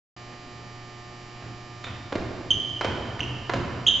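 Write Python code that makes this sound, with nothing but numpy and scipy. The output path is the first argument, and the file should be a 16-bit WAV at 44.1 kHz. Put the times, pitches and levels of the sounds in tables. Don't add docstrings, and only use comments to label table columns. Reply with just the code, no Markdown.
import sys
import numpy as np
from scipy import signal
from scipy.fft import rfft, irfft, next_fast_len
from scipy.io import wavfile
from scipy.ndimage import map_coordinates

SR = 44100
rng = np.random.default_rng(int(sys.argv[2]) if len(sys.argv) > 2 else 0)


def generate_wav(sig):
    pcm = np.round(np.clip(np.atleast_2d(sig).T, -1, 1) * 32767).astype(np.int16)
    wavfile.write(sys.argv[1], SR, pcm)


N = 176400

# frequency_hz, gain_db
AIR_COLOUR = [(25, -4), (48, -16.5), (70, -5), (120, -6), (170, -7.5), (300, -9), (500, -15.5),
              (750, -15.5), (1200, -21), (2300, -21), (3600, -28.5), (5500, -30.5), (8000, -33)]
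# mains_multiple, level_db
HUM_PARTIALS = [(2, -49), (4, -62), (6, -55), (10, -63), (12, -55), (14, -60), (16, -66), (18, -60),
                (20, -54), (28, -65), (30, -59), (32, -66), (34, -66), (38, -62), (40, -62), (42, -67),
                (44, -71), (48, -69), (50, -63), (52, -66), (56, -70), (60, -71), (70, -68), (72, -73),
                (74, -70), (78, -66), (80, -67), (88, -68), (92, -76), (94, -69), (98, -72), (102, -76),
                (106, -74), (116, -76), (118, -71), (122, -73)]
# frequency_hz, level_db
BUZZ_CONTOUR = [(200, -66), (1200, -71.5), (2400, -74), (4000, -78), (5500, -73.5), (7300, -97),
                (8000, -84.5)]
# start_s, length_s, level_db, tilt_db_per_octave
RUBS = [(0.274, .1, -47, -0.5), (.36, 0.51, -51.5, -6), (1.15, 0.54, -55, 3), (1.41, 0.14, -47, -3),
        (1.816, 0.21, -46.5, 4.5)]
# frequency_hz, gain_db
RUB_COLOUR = [(60, -7), (250, 0), (420, -8), (550, -5), (900, -6), (2500, -12.5), (3300, -15), (4200, -34),
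              (8000, -46)]
# start_s, length_s, level_db, start_hz, end_hz, waver_share, wall_echo_db
RUBBER_SLIPS = [(1.839, 0.024, -40, 3750, 3455, 0.045, -4), (2.505, 0.014, -13, 3150, 3000, 0.022, -7.5),
                (3.2045, 0.0035, -16, 3040, 2760, 0.0096, -4.5),
                (3.2093, 0.004, -22.5, 2940, 3100, 0.0083, -16),
                (3.237, 0.0058, -27, 2940, 2810, .012, -13), (3.8651, 0.013, -12.5, 2938, 3566, 0.037, -12),
                (3.88, .011, -9.5, 3145, 3090, .04, -7.5)]
# start_s, slap_db, roll_db (against the slap), boom_db, tilt_db_per_octave, knock_hz
FOOTFALLS = [(1.424, -30, -15, -34.5, -1.5, 195), (1.842, -22.5, 1.5, -35.5, 2, 1500),
             (1.868, -23.5, -7.5, -31.5, 0, 1480), (2.124, -17.5, 5.5, -38.5, -1.5, 760),
             (2.155, -14.5, -2.5, -21, -1, 227), (2.505, -36.5, 8, -28, -2, 265),
             (2.811, -10.5, -7, -33.5, 0.5, 1140), (2.847, -9, -12, -20, 0.5, 623),
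             (3.194, -19.5, -6.5, -22, 1, 1700), (3.496, -12.5, 1.5, -30.5, -0.5, 1140),
             (3.537, -10.5, -3.5, -18, 0.5, 690)]
# frequency_hz, gain_db
SOLE_COLOUR = [(40, -28.5), (160, -3.5), (260, 0), (380, -1), (500, -3), (690, 0.5), (980, -6),
               (1250, -5.5), (2200, -8.5), (4000, -17), (6000, -25), (8000, -30.5)]
# frequency_hz, gain_db
BOARD_COLOUR = [(30, -14.5), (48, -13), (62, -5), (90, -2.5), (122, 1), (160, -11), (220, -9), (350, -11),
                (500, -26.5), (1500, -54.5)]
# frequency_hz, decay_s
HALL_DECAY = [(60, 2.5), (160, 1.87), (500, 2.2), (1200, 2.36), (3000, 1.86), (7000, 0.88)]
# frequency_hz, gain_db
RIGHT_OVER_LEFT = [(60, .1), (125, .5), (500, 2.4), (1500, 2), (3000, 4), (4500, 3), (7000, 2.8)]

TOP_HZ = 8000


def amp(db):
    return 10 ** (np.asarray(db) / 20)


def along(points, hz):
    frequencies, values = np.transpose(points)
    return np.interp(np.log(hz + 1), np.log(frequencies + 1), values)


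def octaves(hz):
    return np.log2(np.clip(hz, 250, 8000) / 1000)


def wobble(rate, size):
    knots = rng.standard_normal(int(size * rate / SR) + 4)
    return map_coordinates(knots, [np.arange(size) * rate / SR])


def filtered(x, gain):
    size = x.shape[-1]
    padded = next_fast_len(size + 8192)
    return irfft(rfft(x, padded) * gain(np.fft.rfftfreq(padded, 1 / SR)), padded)[..., :size]


def noise(colour, shape, tilt_db=0):
    x = filtered(rng.standard_normal(shape), lambda hz: amp(along(colour, hz) + tilt_db * octaves(hz)))
    return x / np.sqrt(np.mean(x ** 2) + 1e-20)


def add(out, start_s, x):
    i = round(start_s * SR)
    out[:, i:i + x.shape[1]] += x[:, :N - i]


def diffuse(pair, side_db=-9):
    side = amp(side_db) * pair[1]
    return np.array([pair[0] + side, pair[0] - side])


def hall_echo(size=70000, early_db=-3, early_t60_s=0.64, build_s=0.0027):
    hz, frame_s, spectra = signal.stft(rng.standard_normal((2, size)), SR, nperseg=256)
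    decay = amp(-60 * frame_s / along(HALL_DECAY, hz)[:, None])
    late = signal.istft(spectra * decay, SR, nperseg=256)[1][:, :size]
    t = np.arange(size) / SR
    early = rng.standard_normal((2, size)) * amp(early_db - 60 * t / early_t60_s)
    tail = (late + early) * (1 - np.exp(-t / build_s))
    return diffuse(tail / np.linalg.norm(tail[0]))


def in_hall(x, wet_db, wall_db=-16.5, wall_s=0.0263):
    response = amp(wet_db) * hall_echo()
    response[:, 0] += 1
    response[:, round(wall_s * SR)] += amp(wall_db)
    return signal.fftconvolve(x[None], response, axes=1)


def ventilation(level_db=-48.5):
    return amp(level_db) * diffuse(noise(AIR_COLOUR, (2, N)))


def lamps(mains_hz=59.96, odd_db=-6.5, scatter_db=6, waver_db=1, tilt_db=-0.01):
    t, pair = np.arange(N) / SR, np.zeros((2, N))
    strong_db = {round(k): db for k, db in HUM_PARTIALS}
    knots_s = np.linspace(0, t[-1], num=12)
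    for k in range(2, 132):
        hz = k * mains_hz
        weak_db = along(BUZZ_CONTOUR, hz) + odd_db * (k % 2) + scatter_db * rng.standard_normal()
        db = strong_db.get(k, weak_db) + tilt_db * octaves(hz)
        peaks = np.sqrt(2) * amp(db + waver_db * rng.standard_normal(len(knots_s)))
        phase = 2 * np.pi * (hz * t % 1 + rng.random((2, 1)))
        pair += np.interp(t, knots_s, peaks) * np.sin(phase)
    return diffuse(pair)


def rubbing():
    t, out = np.arange(N) / SR, np.zeros((2, N))
    for start_s, length_s, level_db, tilt_db in RUBS:
        swell = np.sin(np.pi * np.clip((t - start_s) / length_s, 0, 1))
        out += amp(level_db) * swell * diffuse(noise(RUB_COLOUR, (2, N), tilt_db))
    return out


def squeaks(edge_s=0.0016, flutter_db=1.2, settle_s=0.003, octave_db=-18, rasp_db=-37.5):
    t, out = np.arange(SR // 20) / SR, np.zeros((2, N))
    for start_s, length_s, level_db, start_hz, end_hz, waver, wall_db in RUBBER_SLIPS:
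        hz = np.interp(t, [0, length_s], [start_hz, end_hz]) * (1 + waver * wobble(620, len(t)))
        tone = np.sin(2 * np.pi * np.cumsum(hz) / SR)
        grip = np.sin(np.pi / 2 * np.clip(np.minimum(t, length_s - t) / edge_s, 0, 1)) ** 2
        grip *= amp(level_db + flutter_db * wobble(280, len(t)))
        octave_hz = 2 * hz * (1 + 0.079 * np.exp(-t / settle_s))
        octave = amp(octave_db) * np.sin(2 * np.pi * np.cumsum(octave_hz) / SR)
        rasp = amp(rasp_db) * rng.standard_normal(len(t))
        add(out, start_s, in_hall(grip * tone, wet_db=-2.5, wall_db=wall_db))
        add(out, start_s, in_hall(grip * (octave + rasp), wet_db=-5, wall_db=wall_db - 2.5))
    return out


def board_boom(t, rise_s=0.037, decay_s=0.048, gain_db=1):
    return amp(gain_db) * noise(BOARD_COLOUR, len(t)) * (1 - np.exp(-t / rise_s)) * np.exp(-t / decay_s)


def sole_click(tilt_db, knock_hz, knock_db=5.5, width_octaves=0.8, size=4096):
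    hz = np.fft.rfftfreq(size, 1 / SR)
    hump_db = knock_db * np.exp(-(np.log2((hz + 1) / knock_hz) / width_octaves) ** 2)
    colour = amp(along(SOLE_COLOUR, hz) + tilt_db * octaves(hz) + hump_db)
    cepstrum = irfft(np.log(colour / np.hypot(1, (hz / TOP_HZ) ** 10)))
    cepstrum[1:size // 2] *= 2
    cepstrum[size // 2 + 1:] = 0
    click = irfft(np.exp(rfft(cepstrum)))
    return click / np.abs(click).max()


def sole_slap(t, roll_db, tilt_db, knock_hz, roll_s=0.0032):
    patter = amp(-16) * np.exp(-t / 0.0055)
    scuff = amp(-38) * np.exp(-t / 0.0072)
    contact = rng.standard_normal(len(t)) * (patter + scuff) * (1 - np.exp(-t / roll_s))
    contact[0] += 1
    contact[round(roll_s * rng.uniform(0.8, 1.2) * SR)] += amp(roll_db)
    return signal.fftconvolve(contact, sole_click(tilt_db, knock_hz))


def footfalls():
    t, out = np.arange(SR // 3) / SR, np.zeros((2, N))
    for start_s, slap_db, roll_db, boom_db, tilt_db, knock_hz in FOOTFALLS:
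        slap = amp(slap_db) * sole_slap(t, roll_db, tilt_db, knock_hz)
        add(out, start_s, in_hall(slap, wet_db=-1))
        add(out, start_s, in_hall(amp(boom_db) * board_boom(t), wet_db=-0.5))
    return out


def scene():
    return footfalls() + squeaks() + rubbing() + lamps() + ventilation()


def record(dry, mono_below_hz=480, start_s=0.164):
    mid = dry.mean(axis=0)
    side = filtered((dry[0] - dry[1]) / 2, lambda hz: (hz + 80) / np.hypot(hz + 80, mono_below_hz))
    pair = np.array([mid + side, mid - side])
    pair = filtered(pair, lambda hz: amp(np.outer([-1, 1], along(RIGHT_OVER_LEFT, hz) / 2)))
    fade_in = np.clip((np.arange(N) / SR - start_s) / 0.002, 0, 1)
    return filtered(pair * fade_in, lambda hz: np.clip((TOP_HZ + 400 - hz) / 950, 0, 1) ** 2)


dry = scene()
out = record(dry)
generate_wav(out)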